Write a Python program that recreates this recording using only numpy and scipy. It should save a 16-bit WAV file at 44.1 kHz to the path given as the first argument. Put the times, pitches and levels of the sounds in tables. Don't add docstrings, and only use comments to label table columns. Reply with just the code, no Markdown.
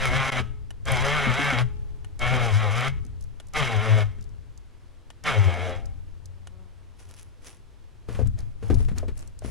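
import sys
import numpy as np
from scipy import signal
from scipy.fft import rfft, irfft, next_fast_len
from scipy.io import wavfile
from scipy.ndimage import uniform_filter1d, map_coordinates

SR = 44100
rng = np.random.default_rng(int(sys.argv[2]) if len(sys.argv) > 2 else 0)


def inscribe(sig):
    pcm = np.round(np.clip(np.atleast_2d(sig).T, -1, 1) * 32767)
    wavfile.write(sys.argv[1], SR, pcm.astype(np.int16))


N = 419214
TIME = np.arange(N) / SR
STRIKE = SR // 2


def undb(db):
    return 10 ** (np.asarray(db) / 20)


def unit(x):
    return x / np.sqrt(np.mean(x ** 2))


def peak(x, db):
    return x * undb(db) / np.abs(x).max()


def colour(x, points):
    hz, db = np.transpose(points)
    size = next_fast_len(x.shape[-1])
    f = np.maximum(np.fft.rfftfreq(size, 1 / SR), 1)
    gain = undb(np.interp(np.log(f), np.log(hz), db))
    return irfft(rfft(x, size) * gain, size)[..., :x.shape[-1]]


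def band(x, lo_hz, hi_hz, order=4):
    edges = [lo_hz, min(hi_hz, SR / 2 - 1)]
    return signal.sosfilt(signal.butter(order, edges, "band", fs=SR, output="sos"), x)


def resonate(x, hz, width_hz):
    return signal.lfilter(*signal.iirpeak(min(hz, SR / 2 - 1), hz / width_hz, fs=SR), x)


def walk(rate):
    k = int(SR / rate)
    steps = np.repeat(rng.standard_normal(N // k + 1), k)
    return unit(uniform_filter1d(steps, k)[:N])


def grains(spread_db, channels=1):
    size_db = spread_db * np.repeat(rng.exponential(size=(channels, N // 16 + 1)), 16, axis=1)[:, :N]
    return unit(rng.standard_normal((channels, N)) * undb(np.minimum(size_db, 30)))


def fade(t60):
    return undb(-60 * TIME[:STRIKE] / t60)


def ring(modes, detune=0.043):
    out = np.zeros(STRIKE)
    for hz, db, t60 in modes:
        harder, sharper, way = rng.standard_normal(3)
        wave = np.sin(2 * np.pi * hz * (1 + detune * sharper) * TIME[:STRIKE])
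        out += np.sign(way) * undb(db + 2 * harder) * fade(t60) * wave
    return out


def swell(start, length, attack_s, release_s):
    before = np.minimum(TIME - start, 0)
    after = np.maximum(TIME - start - length, 0)
    return np.exp(before / attack_s - after / release_s)


def stereo(mid, side):
    return np.array([mid + side, mid - side])


def shaken(x, lean=0.78, twist=0.78):
    quadrature = signal.hilbert(x, next_fast_len(len(x))).imag[:len(x)]
    return stereo(x, lean * x + twist * quadrature)


def leaning(x):
    return undb(1) * colour(x, [(200, -9), (290, -7.0), (420, -12.5), (700, -30)])


def add(out, s, sound):
    i = int(max(s, 0) * SR)
    out[:, i:i + sound.shape[-1]] += sound[..., :N - i]


# pitch_hz, level_db
AIR_TONE = [(12, -35), (20, -2), (33, 11), (80, -3.5), (95, -8.5), (129, -18.5), (161, -24.5), (352, -25.5),
            (788, -33.5), (857, -32), (1630, -37), (3350, -41), (15500, -55.5)]


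def air(air_db=-62, width=0.46):
    mid, side = colour(rng.standard_normal((2, N)), AIR_TONE)
    gain = undb(air_db + 0.48 * walk(1.614)) / np.std(band(mid, 168, 15000))
    return band(stereo(mid, width * side), 113, 16000, order=2) * gain


# on_s, off_s, settling_db (drum after the brake), growl_db, hum_db,
# tube_db (ring of the frame's tube), start_rock_db, stop_rock_db
WINCH_PULLS = [(-.1, 0.399, -13.5, -35, -31.5, -57, -29, -35),
               (0.845, 1.613, -16, -35, -30.5, -53, -27.5, -30.5),
               (2.183, 2.878, -16.5, -37.5, -28.5, -58, -28.5, -31),
               (3.526, 4.022, -12, -36, -33.5, -60.5, -33.5, -33.5),
               (5.229, 5.712, -1.5, -35.5, -31.5, -68, -39.5, -32.5)]
# time_s, turns_hz
SPEEDS = [
    [(0.0, 132.5), (0.044, 133.9), (0.098, 121.7), (0.102, 121.5), (0.172, 135.4), (0.222, 133),
     (0.28, 135.7), (0.296, 135.6), (0.346, 126.5), (0.41, 126.7)],
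    [(0.87, 132.3), (0.904, 135.5), (0.986, 119.4), (1.036, 136), (1.16, 151.1), (1.334, 121.9),
     (1.382, 144.1), (1.496, 141.2), (1.566, 118), (1.62, 123.7)],
    [(2.21, 122.3), (2.292, 122.1), (2.334, 129.5), (2.47, 115.3), (2.538, 97.9), (2.606, 110.6),
     (2.702, 97.9), (2.772, 122.2), (2.824, 123.5), (2.89, 137.8)],
    [(3.56, 154.2), (3.59, 151.2), (3.606, 149.2), (3.648, 125.8), (3.752, 107.2), (3.78, 103.2),
     (3.854, 111), (3.914, 109.1), (3.968, 109.5), (4.03, 103.2)],
    [(5.25, 153.5), (5.288, 151.4), (5.3, 144.6), (5.346, 112.2), (5.362, 104.8), (5.464, 94.1),
     (5.516, 86.75), (5.602, 87.8), (5.65, 91.84), (5.72, 87.2)],
]
# centre_s, half_length_s, level_db
BOOMS = [(0.162, 0.017, -27.5), (1.635, 0.033, -23.5), (2.325, 0.036, -28), (2.547, 0.031, -20.5),
         (2.669, 0.068, -26.5), (3.778, 0.042, -21), (3.933, .04, -14.5), (4.023, 0.06, -24.5),
         (5.402, 0.028, -14.5), (5.474, 0.023, -15.5)]
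CRUISE_HZ, GEAR_DB, GEAR_DB_PER_OCTAVE = 116.9, -31, 17.5
JOLT_DB, JOLT_S = 7, 0.04


def drive(rise_s=0.039, brake_s=0.014, coast_s=0.061, hum_rise_s=0.097, hum_fall_s=0.058, hiss_follow=0.78):
    speed = np.interp(TIME, *np.transpose([point for pull in SPEEDS for point in pull]))
    running, growling, shaking = np.zeros((3, N))
    for on, off, settling_db, growl_db, hum_db, *_ in WINCH_PULLS:
        since, after = np.maximum(TIME - on, 0), np.maximum(TIME - off, 0)
        stopping = np.maximum(np.exp(-after / brake_s), undb(settling_db) * np.exp(-after / coast_s))
        power = np.minimum(since / rise_s, 1) ** 2 * stopping
        running += power
        growling += power * undb(growl_db + JOLT_DB * np.exp(-since / JOLT_S))
        shaking += np.minimum(since / hum_rise_s, 1) * np.exp(-after / hum_fall_s) * undb(hum_db)
    gear_db = GEAR_DB + GEAR_DB_PER_OCTAVE * np.log2(speed / CRUISE_HZ)
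    gears = running * undb(gear_db)
    hiss = running * undb(hiss_follow * gear_db)
    growl = growling * undb(2 * walk(20))
    booms = sum(undb(db) * np.exp(-((TIME - s) / half_s) ** 2) for s, half_s, db in BOOMS)
    hum = shaking * undb(3 * walk(21.99)) + booms
    return speed, gears, growl, hiss, hum


def teeth(turns, memory=0.919, size=320):
    fresh = rng.standard_normal((int(turns[-1]) + 2, size))
    pattern = signal.lfilter([1], [1, -memory], fresh, axis=0).ravel()
    return unit(map_coordinates(pattern, [turns * size], order=3))


# pitch_hz, level_db
GEARBOX_TONE = [(100, -46), (170, 7), (253, -1), (311, -7), (538, 1.5), (756, 3.5), (930, -3), (1230, -3),
                (2020, -6.5), (2180, -3), (2530, -10), (3230, -12), (4540, -24), (10000, -39.5),
                (15500, -49)]
# pitch_hz, width_hz, level_db
HOUSING_MODES = [(430, 86, -1.5), (542, 23, 0), (631, 22, -32), (800, 140, -8), (1280, 22, -14),
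                 (1333, 8, 2.5), (1768, 7.8, 2.5), (2180, 35, 3.5), (2260, 11, -1), (2745, 16, -6),
                 (3150, 86, -1.5), (3340, 19, 2), (3860, 39, 4.5), (5040, 190, 2.5), (5870, 170, 0),
                 (6200, 69, 4.5), (7500, 200, -1), (10020, 510, 3.5)]
# pitch_hz, level_db, t60_s
FRAME_MODES = [(845.9, -10, 2.0), (1286, -3, 0.59), (1670, -32, 0.47), (2215, -6, 0.4), (2720, -7, 0.46)]


def winch(growl_rough=0.66, gear_rough=0.86, throb=0.17, hiss_db=-22, frame_db=-23.5, hiss_width=0.27, gear_width=0.32):
    speed, gear_gain, growl_gain, hiss_gain, hum_gain = drive()
    turns = np.cumsum(speed * (1 + 0.00503 * walk(50))) / SR
    shaft = np.sin(2 * np.pi * turns)
    mesh = teeth(turns)
    scrape, scrape_side = grains(2.08, channels=2) * (1 + throb * shaft)
    sources = np.array([mesh + growl_rough * scrape, mesh + gear_rough * scrape, scrape, scrape_side])
    sources = colour(sources, GEARBOX_TONE)
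    body = sources + sum(undb(db) * resonate(sources, hz, width) for hz, width, db in HOUSING_MODES)
    growl = growl_gain * unit(band(body[0], 204.0, 800))
    gears = undb(walk(35)) * gear_gain * unit(band(body[1], 1032, 4090))
    hiss, hiss_side = undb(hiss_db + 1.95 * walk(45)) * hiss_gain * unit(band(body[2:], 5260, 23300))
    frame = sum(undb(db) * resonate(growl + gears, hz, np.log(1000) / np.pi / t60) for hz, db, t60 in FRAME_MODES)
    frame = unit(frame) * np.std(gears) * undb(frame_db)
    gear_side = colour(band(body[3], 158, 3600), [(200, 18), (450, -14), (1200, -6.5), (4000, 5)])
    side = gear_width * gear_gain * unit(gear_side) + leaning(growl)
    side += hiss_width * colour(hiss_side, [(4500, -7.5), (8000, 4), (14000, 7)])
    return stereo(growl + gears + hiss + frame, side) + shaken(hum_gain * shaft)


def tube(hz=420, build_s=.15, decay_s=.27):
    level = sum(undb(tube_db) * swell(off, 0, build_s, decay_s) for _, off, *_, tube_db, _, _ in WINCH_PULLS)
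    note = unit(np.sin(2 * np.pi * hz * TIME)) * level * undb(walk(6.1))
    return stereo(note, leaning(note))


# pitch_hz, level_db
ROCK_TONE = [(25, 12), (42, 1), (55, 10.5), (67, 8.5), (80, 2.5), (92, 10.5), (120, 2.5), (170, -14.5),
             (300, -16), (600, -54)]


def rocking(rock_db=-4, sway_db=-6, rest_db=-51, build_s=0.054, settle_s=0.33, knock_db=-6, knock_settle_s=0.23):
    pushes = []
    for on, off, *_, start_db, stop_db in WINCH_PULLS:
        for s, db in ((on, start_db), (off, stop_db)):
            pushes.append(undb(db) * swell(s + build_s, 0, build_s, settle_s))
    for s, *_, thud_db in KNOCKS:
        pushes.append(undb(thud_db + knock_db) * swell(s, 0, 0.021, knock_settle_s))
    motion = np.sqrt(undb(rest_db) ** 2 + sum(push ** 2 for push in pushes))
    rumble, apart = unit(colour(rng.standard_normal((2, N)), ROCK_TONE)) * motion * undb(rock_db)
    sway = unit(band(rng.standard_normal(N), 22, 66, order=2)) * motion * undb(sway_db)
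    return shaken(rumble, lean=1.0, twist=1.0) + stereo(0, sway + apart)


# start_s, clonk_db, clonk_centre_hz, crack_db, thud_db
KNOCKS = [(.11, -31.5, 268, -50, -33), (0.402, -29.5, 341.3, -40, -29.5), (1.27, -18.5, 227.4, -50, -33.5),
          (1.391, -24.5, 226, -50, -44), (1.526, -25, 240.3, -50, -37), (2.335, -27, 245.6, -50, -32),
          (3.049, -45, 279.2, -70, -45), (4.185, -46.5, 220.7, -52, -41.5), (8.087, -29, 474, -38.5, -32.5),
          (8.149, -45, 500, -36.5, -31), (8.191, -22, 545, -38.5, -25), (8.214, -28.5, 440, -44, -24),
          (8.259, -36, 232, -49, -25), (8.626, -33.5, 445, -43, -32), (8.701, -14, 392, -33.5, -18),
          (8.728, -24.5, 300, -53, -18.5), (8.801, -31, 304, -49, -51), (8.884, -35.5, 647, -39.5, -34),
          (8.915, -31, 278, -46.5, -26), (8.978, -36, 355, -36, -33), (9.029, -25.5, 556, -58, -43),
          (9.082, -31, 370, -42, -37.5), (9.419, -34, 638, -50, -46), (9.447, -27, 400, -39.5, -30.5)]
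# pitch_hz, level_db, t60_s
CLONK_MODES = [(252.6, 1.5, 0.17), (356, 0, 0.052), (422, -5.5, 0.12), (478, -4, 0.08), (605, -4.5, 0.05),
               (674, -1.5, 0.03), (752, -16, 0.13)]
# pitch_hz, level_db, t60_s
THUD_MODES = [(64.9, -3.5, 0.46), (85.05, -7, 0.56), (115, -4, 0.58), (195.3, -7.5, 0.19)]


def knocks(crack_gain_db=3, thud_gain_db=4, crack_t60=0.11, focus_db_per_octave=15, wood_db=-9, wood_t60=0.19):
    out = np.zeros((2, N))
    for s, clonk_db, centre_hz, crack_db, thud_db in KNOCKS:
        noise = rng.standard_normal((3, STRIKE))
        modes = [(hz, db - focus_db_per_octave * abs(np.log2(hz / centre_hz)), t60) for hz, db, t60 in CLONK_MODES]
        wood = band(noise[0] * fade(wood_t60), centre_hz / 2, centre_hz * 1.33, order=2)
        clonk = peak(peak(ring(modes), 0) + peak(wood, wood_db), clonk_db)
        bark = peak(band(noise[1:] * fade(crack_t60), 970, 1900, order=1), crack_db + crack_gain_db)
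        thud = peak(ring(THUD_MODES, detune=0.032), thud_db + thud_gain_db)
        add(out, s, stereo(clonk + bark[0], leaning(clonk) + 0.084 * bark[1]))
        add(out, s, shaken(thud, lean=0.71, twist=0.26))
    return out


# start_s, level_db
SWITCH_CLICKS = [(0.706, -36.5), (2.046, -37.5), (3.4, -36.5), (5.103, -37), (6.4715, -38)]
# pitch_hz, level_db
SWITCH_TONE = [(300, -19), (700, 4), (1100, -4), (1800, -6), (2400, -6.5), (3200, -1), (4500, -14),
               (6500, -10), (11000, -11), (15000, -44)]
# pitch_hz, level_db, t60_s
SWITCH_CASE = [(1440, -4, .04), (1820, -4.5, 0.045), (2920, -2.5, 0.045)]
# start_s, level_db, centre_hz, count (number of ticks)
TICKS = [(0.3205, -31, 3856, 1), (0.919, -23, 9600, 1), (1.3395, -30, 4940, 1), (2.808, -30.5, 3597, 1),
         (2.881, -31, 3595, 1), (3.0504, -45, 6440, 2), (3.2094, -45, 6220, 3), (3.4699, -47, 7500, 2),
         (4.2104, -45.5, 5657, 3), (4.292, -56, 5200, 1), (4.576, -45, 5980, 1), (5.8568, -40.5, 6050, 1),
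         (6.2567, -41.5, 6340, 1), (8.2724, -39, 7550, 1), (8.389, -40, 5440, 2), (8.743, -35, 5600, 1),
         (8.9828, -29, 5660, 1), (9.177, -39, 7160, 4), (9.2753, -41.5, 6960, 1), (9.3905, -37, 7140, 1)]
TICK_GAP_S, TICK_FALL_DB = .015, 2.5


def clicks(switch_db=1, switch_t60=0.03, case_db=-6, contact_db=-35, tick_db=2.0, tick_t60=0.019,
           tick_width_hz=3000, tail_db=-27, tail_t60=0.1, width=0.41):
    out = np.zeros((2, N))
    for s, db in SWITCH_CLICKS:
        mid, side = colour(rng.standard_normal((2, STRIKE)) * fade(switch_t60), SWITCH_TONE)
        snap = peak(mid, db + switch_db) + peak(ring(SWITCH_CASE, detune=0.0041), db + case_db)
        add(out, s, stereo(snap, peak(side, db - 5.5))[:, :SR // 4])
    bursts = [(on + 0.0095, contact_db, 6000) for on, *_ in WINCH_PULLS if on > 0]
    for s, db, hz, count in TICKS:
        bursts += [(s + k * TICK_GAP_S, db - k * TICK_FALL_DB, hz) for k in range(round(count))]
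    for s, db, hz in bursts:
        burst = rng.standard_normal((2, STRIKE)) * (fade(tick_t60) + undb(tail_db) * fade(tail_t60))
        mid, side = band(resonate(burst, hz, tick_width_hz), 3700, 15000)
        add(out, s, stereo(peak(mid, db + tick_db), width * peak(side, db + tick_db)))
    return out


def drone(start_s=5.78, hz=90, waver=0.0091, first_db=-40, first_s=0.062, linger_db=-50, hold_s=0.95, linger_s=0.5):
    level = undb(first_db) * swell(start_s, 0, .02, first_s)
    level += undb(linger_db) * swell(start_s, hold_s, .02, linger_s)
    phase = 2 * np.pi * np.cumsum(hz * (1 + waver * walk(8))) / SR
    return shaken(unit(np.sin(phase)) * level * undb(2 * walk(3.49)), lean=0.83, twist=1.0)


def fly(nearest_s=6.62, hz=184, sink_hz_per_s=42, fly_db=-55.5, approach_s=.16, leave_s=0.064, db_per_octave=-6.0):
    wingbeat = hz - sink_hz_per_s * np.clip(TIME - nearest_s, -.5, .5)
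    phase = 2 * np.pi * np.cumsum(wingbeat * (1 + 0.0079 * walk(25))) / SR
    buzz = unit(sum(undb(db_per_octave * np.log2(k)) * np.sin(k * phase) for k in range(1, 8)))
    return buzz * undb(fly_db) * swell(nearest_s, 0, approach_s, leave_s)


# start_s, length_s, level_db, tread_db
SCUFFS = [(6.997, .006, -54, -59), (7.093, 0.0091, -59, -60), (7.177, 0.011, -53, -70),
          (7.426, .02, -59, -62), (7.464, 0.013, -48.5, -55.5), (8.097, 0.081, -57.5, -48),
          (8.383, 0.011, -66, -51), (8.632, 0.12, -59.5, -51.5), (8.789, 0.017, -53.5, -53),
          (8.967, 0.011, -59, -48), (9.17, 0.065, -60.5, -59.5), (9.445, 0.054, -49, -53)]
# pitch_hz, level_db
RUSTLE_TONE = [(240, -30), (400, -20), (1000, -20), (1340, -16), (2800, -15), (4350, -21.5), (5560, -15),
               (8670, -21.5), (9790, -13.5), (13300, -33), (15500, -30)]


def rustle(rustle_db=-1, width=0.52, crackle_db=3.9, attack_s=0.0095, release_s=0.043):
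    brushing, treading = np.zeros((2, N))
    for s, length, level_db, tread_db in SCUFFS:
        step = swell(s, length, attack_s, release_s)
        brushing += undb(level_db) * step
        treading += undb(tread_db) * step
    mid, side = unit(colour(grains(crackle_db, channels=2), RUSTLE_TONE))
    tread = unit(band(rng.standard_normal(N), 200, 700, order=1))
    return stereo(mid, width * side) * brushing * undb(rustle_db) + tread * treading


def scene():
    dip = undb(-20 * swell(.304, .012, .0005, .002))
    trailer = winch() + tube() + rocking() + knocks() + clicks() + drone()
    return (air() + trailer + fly() + rustle()) * dip


# pitch_hz, level_db
MIC_RESPONSE = [(10500, 0), (11500, 1), (12700, -12.5), (16000, -4)]


def record(dry):
    low_pass = signal.ellip(10, .2, 80, 16000, fs=SR, output="sos")
    return signal.sosfilt(low_pass, colour(dry, MIC_RESPONSE))


dry = scene()
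out = record(dry)
inscribe(out)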